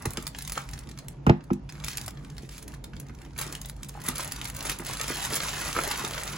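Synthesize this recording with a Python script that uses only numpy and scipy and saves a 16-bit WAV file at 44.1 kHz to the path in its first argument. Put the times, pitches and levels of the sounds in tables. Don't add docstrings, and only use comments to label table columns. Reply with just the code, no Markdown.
import sys
import numpy as np
from scipy import signal
from scipy.fft import rfft, irfft, next_fast_len
from scipy.io import wavfile
from scipy.ndimage import uniform_filter1d

SR = 44100
rng = np.random.default_rng(int(sys.argv[2]) if len(sys.argv) > 2 else 0)


def pcm_store(signal):
    levels = np.round(np.clip(np.atleast_2d(signal), -1, 1) * 32767)
    wavfile.write(sys.argv[1], SR, levels.astype(np.int16).T)


def to_linear_factor(level_db):
    exponent = np.asarray(level_db, float) / 20
    return 10 ** exponent


N = 280917

# [s, dB, dB]
SNAPS_CUT = [(0.0192, -27.5, 0), (0.0546, -15.5, 1.5), (0.105, -22, 10), (0.1334, -26, 10),
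             (0.1711, -17.5, -7), (0.2235, -29, 5), (0.2666, -20.5, -3), (0.2754, -22.5, 6),
             (0.348, -27, -16), (0.3843, -22, 0.5), (0.4215, -24, 7), (0.45, -26, -6), (0.475, -24, 1),
             (0.4962, -19.5, -0.5), (0.5198, -13.5, 4), (0.554, -31, -11), (0.5752, -23, -4),
             (0.6045, -32, -14), (0.6875, -29.5, -1.5), (0.71, -33, 8), (0.7325, -28, -3.5),
             (0.775, -35.5, -11), (0.788, -28.5, 3), (0.871, -38, -14), (0.89, -34.5, -6.5),
             (0.9118, -34.5, -6), (0.9745, -35, -9), (0.987, -29.5, -7.5), (1.0823, -23, 6)]
# [s, dB, dB]
SNAPS_LIFT = [(1.2657, -30, -10), (1.295, -17, -21.5), (1.407, -44.5, -25), (1.4378, -41.5, 2),
              (1.5045, -37.5, -35), (1.529, -32.5, 0), (1.69, -33.5, -15), (1.695, -34, -6),
              (1.698, -35, -9), (1.723, -29.5, -3), (1.7973, -37, -11), (1.8372, -28.5, -11),
              (1.8446, -18.5, 3.5), (1.863, -30, -1), (1.8816, -17.5, -1.5), (1.932, -30.5, -7),
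              (1.971, -17.5, 5.5), (1.9799, -21, -3), (2.011, -21.5, 2), (2.06, -28.5, 3), (2.08, -23, 1),
              (2.104, -32, 2), (2.171, -43, -19)]
# [s, dB, dB]
SNAPS_HELD = [(2.247, -33, -10), (2.2991, -33.5, -6), (2.366, -39, -4), (2.38, -29, -6.5),
              (2.4894, -30.5, -7), (2.623, -33, 3), (2.678, -30, 4), (2.84, -28, -2), (2.934, -38.5, -22),
              (2.9655, -35, -9), (2.998, -28.5, 3), (3.094, -39.5, -28), (3.147, -39, -4),
              (3.261, -41, -19)]
# [s, dB, dB]
SNAPS_OPEN = [(3.362, -38, -24), (3.378, -25.5, 9), (3.385, -16.5, -0.5), (3.391, -16.5, 19),
              (3.411, -14.5, 5.5), (3.5245, -22.5, 2), (3.551, -23, -0.5), (3.614, -25.5, 5),
              (3.647, -33.5, -15), (3.656, -30, 7), (3.696, -22, 4.5), (3.7634, -42, 0), (3.8298, -25, -1),
              (3.844, -33, 3), (3.8836, -28.5, 9), (3.8911, -29, -3), (4.015, -29, 2), (4.064, -19, 8),
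              (4.0838, -11.5, 4), (4.1546, -18.5, 2), (4.181, -17.5, 10), (4.2458, -21.5, 2),
              (4.276, -21, 4), (4.3195, -18.5, 4.5), (4.3597, -27.5, -5), (4.413, -19, -3),
              (4.4428, -25, 6), (4.4516, -23, -2), (4.485, -23.5, 6), (4.4985, -21.5, 0.5)]
# [s, dB, dB]
SNAPS_REACH = [(4.5466, -28.5, 4), (4.564, -25, 8), (4.589, -28, 5), (4.606, -23, -5), (4.626, -24, 8),
               (4.6958, -13.5, -1), (4.7858, -26.5, 8), (4.934, -21, 1.5), (4.969, -22.5, -1),
               (5.0109, -17, -3), (5.077, -20, 0), (5.178, -26, 21), (5.3058, -27, -26),
               (5.3538, -12.5, 19), (5.4022, -18.5, -12), (5.4328, -21, 0), (5.7268, -19.5, -4.5),
               (5.915, -23, -1), (5.972, -27, 10), (6.178, -23, -17), (6.2413, -47, 4),
               (6.276, -22.5, -4.5),
               (4.9095, -27, -1), (4.996, -23, -4), (5.096, -22, 7), (5.1314, -36, 1), (5.148, -23, -2),
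              (5.17, -26, -3), (5.249, -21, -6), (5.3332, -19, -8), (5.341, -16.5, 3), (5.5605, -26, 4),
              (5.3584, -16, 11), (5.3685, -26, 6), (5.422, -24, -11), (5.4379, -28, 0), (5.484, -21.5, -14),
              (5.6172, -34, -7), (5.875, -21, 6), (5.757, -36, -8), (5.835, -18.5, 2), (5.911, -15.5, -4.5),
              (5.9905, -31, 2), (6.0466, -20, -7), (6.109, -23, 1), (6.1336, -25, -13), (6.21, -37, -13),
              (6.077, -26, 4)]
# [s, dB, dB]
SNAPS_MORE = [(0.2549, -40, -6), (0.397, -42, -1), (0.4074, -29, -4), (0.8333, -41, -16), (0.8943, -38, 0),
              (0.9402, -47, -11), (1.6127, -65, -5), (1.7524, -38, -16), (1.9509, -36, -9),
              (2.4304, -44, -9), (2.51, -45, 2), (2.528, -39, -1), (2.5794, -32.5, 1), (2.7192, -41, -9),
              (2.7374, -37, -2), (2.7451, -39.5, -7), (3.0649, -47, -11), (3.084, -42.5, -8),
              (3.1865, -44, -8), (3.2161, -38, -6), (3.2485, -42, -5), (3.3046, -50, -12),
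              (3.332, -47, -12), (3.6831, -33, 4), (3.9186, -49, 4), (3.965, -43, 2), (4.0023, -35, 2),
              (4.038, -29.5, 9), (4.044, -28, 14), (4.2042, -22, 3), (4.4738, -26, 4.5),
              (4.6509, -21.5, 7), (4.7653, -37, 3.5), (4.8025, -29, -2), (4.8473, -28, -1),
              (4.864, -21.5, 3)]
# f/Hz, level/dB
FILM_SPECTRUM = [(300, -20.5), (1000, -3.5), (2000, 1), (3500, 0), (5500, -1.5), (7500, -0.5),
                 (10500, -1.5), (13500, -13), (16000, -7.5)]
# f/Hz, level/dB
BAG_SPECTRUM = [(150, -2.5), (350, -3), (700, -2.5), (1200, 1.5), (1800, -3.5), (2600, -8.5), (5000, -45)]

# t/s, length/s, effort level/dB, bag air level/dB re effort
STROKES_OUTSIDE = [(0, 0.24, -54, 6.5), (0.348, 0.21, -51.5, -17), (0.563, 0.036, -43.5, 3),
                   (0.644, 0.18, -56.5, 0.5), (0.856, 0.29, -67.5, 7), (1.746, 0.094, -57.5, 8),
                   (1.855, 0.073, -41, -12.5), (1.958, 0.085, -50.5, 2.5), (2.094, 0.27, -64, 7),
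                   (2.423, 0.028, -54.5, -21), (2.513, 0.055, -51.5, -23), (2.685, 0.052, -58.5, 5.5),
                   (2.823, 0.65, -69.5, 5.5), (3.208, 0.028, -61, 9.5)]
# t/s, length/s, effort level/dB, bag air level/dB re effort
STROKES_INSIDE = [(3.399, 0.034, -38.5, -1.5), (3.449, 0.097, -47.5, 2.5), (3.56, 0.16, -59, 1.5),
                  (3.79, 0.11, -59.5, 0), (3.939, 0.1, -55.5, 6), (4.06, 0.041, -38.5, 1.5),
                  (4.161, 0.072, -38.5, -3), (4.213, 0.28, -46.5, 2), (4.544, 0.087, -47, 3),
                  (4.657, 0.063, -34.5, -2), (4.796, 0.023, -47, 4), (4.863, 0.08, -39, 1.5),
                  (4.998, 0.042, -38, 2), (5.088, 0.18, -35.5, -3), (5.305, 0.064, -34, 1),
                  (5.417, 0.28, -36, 1), (5.765, 0.027, -35, 5.5), (5.821, 0.18, -36.5, 1.5),
                  (6.023, 0.43, -40, 1)]
# t/s, length/s, level/dB
SLIDES = [
    (2.514, 0.073, -52.5),
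    (2.625, 0.0089, -53),
    (4.88, 0.4, -48.5),
    (5.304, 0.45, -43.5),
    (5.753, 0.26, -44.5),
    (6.03, 0.49, -51.5),
]

# t/s, peak level/dB, f/Hz favoured by the spot, clack level/dB re blow
KNOCKS = [(0.054, -19.5, 364, -4), (0.062, -19.5, 117, -47), (0.174, -23.5, 313, -4),
          (0.5755, -20, 1200, -5), (1.2659, -19, 900, 3), (1.2642, -8, 242, -30), (1.268, -12.5, 446, -30),
          (1.269, -10, 106, -24), (1.293, -6.5, 503, -9.5), (1.301, -11, 720, -10), (1.5025, -22, 790, -14),
          (1.5035, -24, 380, -30), (1.5092, -10.5, 259, -33), (2.079, -33, 810, 5.5),
          (2.429, -36, 410, -24), (3.384, -40, 300, 6), (3.461, -33.5, 330, -13), (4.09, -37, 197, -20),
          (3.95, -33.5, 765, -21), (3.973, -33, 806, -25), (4.082, -26.5, 260, 3.5), (4.194, -39, 780, 15),
          (4.797, -28, 312, -4.5), (5.1, -26.5, 406, 2), (5.321, -28, 426, -16.5), (5.772, -27, 490, 4),
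          (5.787, -21.5, 597, 3.5), (6.038, -26, 365, -6)]
# t/s, peak level/dB, f/Hz of spot, clack level/dB re blow
KNOCKS_FAR = [
    (1.2945, -3, 193, -16),
    (1.2972, -8.5, 360, -21),
    (1.294, -13, 124, -33),
]
# f/Hz, level/dB, t60/s
TABLE_MODES = [(65, 8.5, 0.11), (89.5, -1.5, 0.16), (126, 2, 0.08), (133, -5.5, 0.15), (154, -3, 0.22),
               (200.6, 0, 0.19), (248.2, -2.5, 0.18), (345, -2.5, 0.14), (436.5, -2.5, 0.082),
               (535, -12.5, 0.072), (674, -6.5, 0.082), (825, 5, 0.092), (1017, 3, 0.039),
               (1263, 15, 0.024)]

# f/Hz, lead/rad
PORT_LEAD = [(0, 0), (1400, .5), (2200, 0), (3100, -1.3), (4800, -.4), (5500, -1.8), (6300, -.5),
             (7200, .1), (8300, 2.7), (9300, 3.5), (10500, 5.9), (11900, 6.7), (12900, 9.1), (14000, 9.8),
             (15000, 12.2), (22050, 12.6)]
# f/Hz, t60/s
ROOM_T60 = [(200, 0.16), (1000, 0.32), (4000, 0.22), (9000, 0.12), (14000, 0.11)]
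# f/Hz, level/dB
AIR_SPECTRUM = [(15, -22), (25, -43), (64, -2), (194, -3.5), (249, -7.5), (481, -17.5), (668, -21.5),
                (952, -19.5), (1080, -31.5), (7010, -45.5), (8580, -86), (10500, -74), (13600, -93),
                (22000, -120)]
# f/Hz, width/Hz, level/dB
FAN_HUM = [(52.2, 15.3, -47), (140.7, 22.5, -47), (274, 13.6, -61.5)]
# f/Hz, correlation [0..1]
AIR_LIKENESS = [(60, 0.83), (150, 0.96), (280, 0.73), (600, 0.067), (2000, 0.13), (8000, 0.16)]
TREBLE_EDGES_HZ = [0, 6900, 8270, 9650, 11000, 11700, 12400, 13100, 14500, 15200]

SHARP_HZ, DB_PER_OCTAVE, PATCH_OCTAVES = 7800, 12, 0.078
SNAP_MS, SNAP_SPREAD = 3.07, 0.45
GRIP_DB_PER_S, RELEASE_DB_PER_S = 607, 321
REST_FILM_DB, REST_BAG_DB = -75, -64.5
SLIDE_ON_DB_PER_S, SLIDE_OFF_DB_PER_S = 970, 670
SPREAD, QUICK_HZ = 0.1717, 2510
SCISSORS_FROM_S, SCISSORS_TO_S, LEFT_LATE_S = 1.2, 1.7, 0.00027
AIR_DB = -40
EDGE_HZ, SHARP_EDGE_HZ, FRAME_START = 15950, 16800, 590


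def evened(x):
    return x / np.sqrt(np.mean(x ** 2) + 1e-20)


def read(points, hz):
    f, value = np.transpose(points)
    return np.interp(np.log(hz + 1), np.log(f + 1), value)


def add(mix, s, sound):
    part = mix[round(s * SR):][:len(sound)]
    part += sound[:len(part)]


def coloured(x, points):
    size = next_fast_len(x.shape[-1])
    gain = to_linear_factor(read(points, np.fft.rfftfreq(size, 1 / SR)))
    return irfft(rfft(x, size) * gain, size)[..., :x.shape[-1]]


def snaps():
    events = SNAPS_CUT + SNAPS_LIFT + SNAPS_HELD + SNAPS_OPEN + SNAPS_REACH + SNAPS_MORE
    s, db, sharp_db = np.transpose(events)[:, :, None]
    t, hz = np.arange(2048) / SR, np.fft.rfftfreq(2048, 1 / SR)
    film_noise, bag_noise, slip_noise, patch_noise = rng.standard_normal((4, len(s), 2048))
    octaves = np.minimum(sharp_db, 2) / DB_PER_OCTAVE + PATCH_OCTAVES * patch_noise[:, -1:]
    ring_hz = SHARP_HZ * 2 ** octaves
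    ms = SNAP_MS * np.exp(SNAP_SPREAD * patch_noise[:, -2:-1])

    patch_db = 0.8 * np.exp(-(np.log((hz + 1) / ring_hz) / 0.45) ** 2)
    patch_db += 7.2 * uniform_filter1d(patch_noise[:, :len(hz)], 40)
    patch_db += (sharp_db + 1.5) * np.clip(np.log2((hz + 1) / 5500), 0, 1)
    patch_db += (0.29 * sharp_db + 2.0) * np.clip(np.log2((hz + 1) / 4500), -3, 0)
    film = irfft(rfft(film_noise) * to_linear_factor(read(FILM_SPECTRUM, hz) + patch_db))
    film = film * to_linear_factor(20.0 * uniform_filter1d(slip_noise, 30))
    decay = np.exp(-(t / ms / 0.00071) ** 2) + 0.04 * np.exp(-t / 0.015)
    film = film * decay * np.minimum(t / ms / 0.0011, 1) ** 1.36

    bag = irfft(rfft(bag_noise) * to_linear_factor(read(BAG_SPECTRUM, hz)))
    bag = bag * np.exp(-t / 0.0096) * np.minimum(t / 0.00069, 1)
    bag_db = -23.0 - 0.68 * sharp_db
    bursts = film / abs(film).max(axis=1, keepdims=True)
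    bursts = bursts + to_linear_factor(bag_db) * bag / abs(bag).max(axis=1, keepdims=True)
    out = np.zeros(N)
    for start, burst in zip(s[:, 0], to_linear_factor(db + 0.5) * bursts):
        add(out, start, burst)
    return out


def grains(per_s, spread_db, clump_db, lo_hz, hi_hz, cycles, count=20):
    clumps = evened(uniform_filter1d(uniform_filter1d(rng.standard_normal(N), 160), 160))
    size = to_linear_factor(spread_db * np.minimum(rng.exponential(1, N), 4) + clump_db * clumps)
    size = size * (rng.random(N) < per_s / SR) * rng.choice([-1, 1], N)
    patch, out = rng.integers(0, count, N), np.zeros(N)
    for k, hz in enumerate(np.geomspace(lo_hz, hi_hz, count)):
        r, turn = np.exp(-hz / cycles / SR), 2 * np.pi * hz / SR
        ringing = [1, -2 * r * np.cos(turn), r * r]
        out += signal.lfilter([np.sin(turn) * hz / hi_hz], ringing, size * (patch == k))
    return out


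def rustle():
    start, length, effort_db, bag_db = np.transpose(STROKES_OUTSIDE + STROKES_INSIDE)[:, :, None]
    t, now = np.arange(0, N, 64) / SR, np.arange(N) / SR
    effort_db = effort_db - GRIP_DB_PER_S * np.maximum(start - t, 0)
    effort_db = effort_db - RELEASE_DB_PER_S * np.maximum(t - start - length, 0)
    film_gain = np.sqrt((to_linear_factor(effort_db) ** 2).sum(axis=0) + to_linear_factor(REST_FILM_DB) ** 2)
    bag_gain = np.sqrt((to_linear_factor(effort_db + bag_db) ** 2).sum(axis=0) + to_linear_factor(REST_BAG_DB) ** 2)
    film = evened(coloured(grains(2600, 2.6, 2.26, 1450, 14900, 0.99), FILM_SPECTRUM))
    bag = evened(coloured(grains(2500, 2.23, 3.15, 258, 2850, 1.09), BAG_SPECTRUM))
    film = to_linear_factor(-1.5) * np.interp(now, t, film_gain) * film
    return film + to_linear_factor(-4.5) * np.interp(now, t, bag_gain) * bag


def slides():
    start, length, db = np.transpose(SLIDES)[:, :, None]
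    t = np.arange(0, N, 64) / SR
    db = db - SLIDE_ON_DB_PER_S * np.maximum(start - t, 0)
    db = db - SLIDE_OFF_DB_PER_S * np.maximum(t - start - length, 0)
    gain = np.interp(np.arange(N) / SR, t, to_linear_factor(db).sum(axis=0))
    noise = evened(coloured(rng.standard_normal((3, N)), FILM_SPECTRUM))
    return gain * (ports(noise[0]) + to_linear_factor(-5.0) * noise[1:])


def knocks():
    hz, db, t60 = np.transpose(TABLE_MODES)[:, :, None]
    t, out, bins = np.arange(SR // 2) / SR, np.zeros(N), np.fft.rfftfreq(4096, 1 / SR)
    slow = np.minimum(bins, QUICK_HZ)
    lag = 2 * np.pi * SPREAD * (2 * np.sqrt(slow) - slow / np.sqrt(QUICK_HZ)) + 1.63
    late = np.maximum(t - SPREAD * (1 / np.sqrt(hz) - 1 / np.sqrt(QUICK_HZ)), 0)
    swell = (1 - np.exp(-late * hz / 0.52)) * (1 + 2.6 * np.exp(-late / 0.0046))
    modes = to_linear_factor(db - 60 * late / t60) * swell * np.cos(2 * np.pi * hz * t - np.interp(hz, bins, lag))
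    blows = KNOCKS + KNOCKS_FAR
    clacks = rng.standard_normal((len(blows), 2048))
    sides = [1] * len(KNOCKS) + [-1] * len(KNOCKS_FAR)
    for (s, blow_db, spot_hz, clack_db), noise, side in zip(blows, clacks, sides):
        ring = (to_linear_factor(-21.0 * np.log2(hz / spot_hz) ** 2) * modes).sum(axis=0)
        sweep_gain = to_linear_factor(-14.0 * np.log2((bins + 1) / spot_hz) ** 2)
        sweep = irfft(sweep_gain * np.exp(-1j * lag))[:2048]
        clack = coloured(noise, BAG_SPECTRUM) * np.exp(-t[:2048] / 0.0079)
        add(out, s, to_linear_factor(blow_db - 5.5) * side * ring / abs(ring).max())
        add(out, s, to_linear_factor(blow_db - 9.0) * side * sweep / abs(sweep).max())
        add(out, s, to_linear_factor(blow_db + clack_db) * clack / abs(clack).max())
    return out


def ports(x):
    size = next_fast_len(N)
    lead = np.interp(np.fft.rfftfreq(size, 1 / SR), *np.transpose(PORT_LEAD))
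    return irfft(rfft(x, size) * np.exp(0.5j * np.outer([1, -1], lead)), size)[:, :N]


def room(x, turns_per_s):
    at, out = np.arange(30, SR // 3 - 20, 20), 0
    for k in range(6):
        taps = np.zeros((2, SR // 3))
        places = at + rng.integers(0, 20, (2, len(at)))
        np.put_along_axis(taps, places, rng.choice([-1.0, 1.0], (2, len(at))), 1)
        hz, t, z = signal.stft(taps, SR, nperseg=256)
        tail = signal.istft(z * to_linear_factor(-60 * t / read(ROOM_T60, hz)[:, None]), SR, nperseg=256)[1]
        tail = tail * (1 + 5.4 * np.exp(-np.arange(tail.shape[1]) / SR / 0.0021))
        tail = tail / np.linalg.norm(tail, axis=1, keepdims=True)
        turns = turns_per_s * (1 + k / 4) * np.arange(N) / SR + k / 3
        share = np.sqrt(1 / 3) * np.cos(np.pi * turns)
        out = out + signal.oaconvolve((x * share)[None], tail, axes=1)
    return out[:, :N]


def air():
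    frames, hz = N // 512 + 6, np.fft.rfftfreq(2048, 1 / SR)
    a, b, c, d, patches = rng.standard_normal((frames, 1025, 5)).T
    patches = evened(uniform_filter1d(uniform_filter1d(patches, 10, 0), 6, 1))
    same = np.clip(read(AIR_LIKENESS, hz), -1, 1)[:, None]
    left = a + 1j * b
    z = np.array([left, same * left + np.sqrt(1 - same ** 2) * (c + 1j * d)])
    z = z * to_linear_factor(read(AIR_SPECTRUM, hz)[:, None] + 2.6 * patches)
    wash = signal.istft(z, nperseg=2048, noverlap=1536)[1][:, :N]
    out, t = to_linear_factor(AIR_DB - 6.5) * evened(wash), np.arange(N) / SR
    for f, width, db in FAN_HUM:
        r = np.exp(-np.pi * width / SR)
        slow = rng.standard_normal(N) + 1j * rng.standard_normal(N)
        slow = signal.lfilter([1], [1, -r], signal.lfilter([1], [1, -r], slow))
        out = out + to_linear_factor(db) * evened((slow * np.exp(2j * np.pi * f * t)).real)
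    return out


def scene():
    mailer, table, t = rustle() + snaps(), knocks(), np.arange(N) / SR
    scissors = table * (t > SCISSORS_FROM_S) * (t < SCISSORS_TO_S)
    near = ports(mailer + table - scissors)
    near = near + [np.roll(scissors, round(LEFT_LATE_S * SR)), scissors]
    table_echo = coloured(table, [(60, -13), (400, 1.5), (2000, 3.5)])
    near = near + room(to_linear_factor(-3.0) * mailer + to_linear_factor(-10.5) * table_echo, 5.0)
    return (near + air() + slides()) * to_linear_factor([[-0.55], [0.55]])


def thrifty(dry, weaker_db, faint_db, from_hz, faint_hz, sharp_db):
    hz, t, z = signal.stft([dry[0] + dry[1], dry[0] - dry[1]], SR, "cosine", nperseg=2048)
    band = np.searchsorted(TREBLE_EDGES_HZ, hz, "right") - 1
    power = np.add.reduceat(abs(z) ** 2, np.searchsorted(hz, TREBLE_EDGES_HZ), axis=1)
    power = power / np.bincount(band)[:, None]
    power_db = 10 * np.log10(power + 1e-20)[:, band]

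    treble = uniform_filter1d((np.diff(dry, 2) ** 2).sum(axis=0), size=128)
    jumps = treble > to_linear_factor(2 * sharp_db) * uniform_filter1d(treble, size=1024, origin=511)
    around = uniform_filter1d(1.0 * jumps, size=640)
    sharp = np.interp(t * SR, np.arange(len(jumps)), around) > 0.01

    weak = (power_db < power_db[::-1] - weaker_db) & (hz[:, None] > from_hz) & ~sharp
    faint = (power_db < faint_db) & (hz[:, None] > faint_hz)
    kept = ~(weak | faint) & (hz[:, None] < np.where(sharp, SHARP_EDGE_HZ, EDGE_HZ))
    z = z * kept * to_linear_factor(-16.0 * (hz[:, None] > EDGE_HZ))
    total, gap = signal.istft(z, SR, "cosine", nperseg=2048)[1][:, :N]
    return np.array([total + gap, total - gap]) / 2


def low_pass(x):
    return signal.sosfilt(signal.butter(12, 16850, fs=SR, output="sos"), x)


def record(dry):
    framed = np.roll(dry, -FRAME_START, axis=1)
    kept = thrifty(framed, weaker_db=4.6, faint_db=-101.0, from_hz=8270, faint_hz=7500, sharp_db=7.0)
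    return low_pass(np.roll(kept, FRAME_START, axis=1))


dry = scene()
out = record(dry)
pcm_store(out)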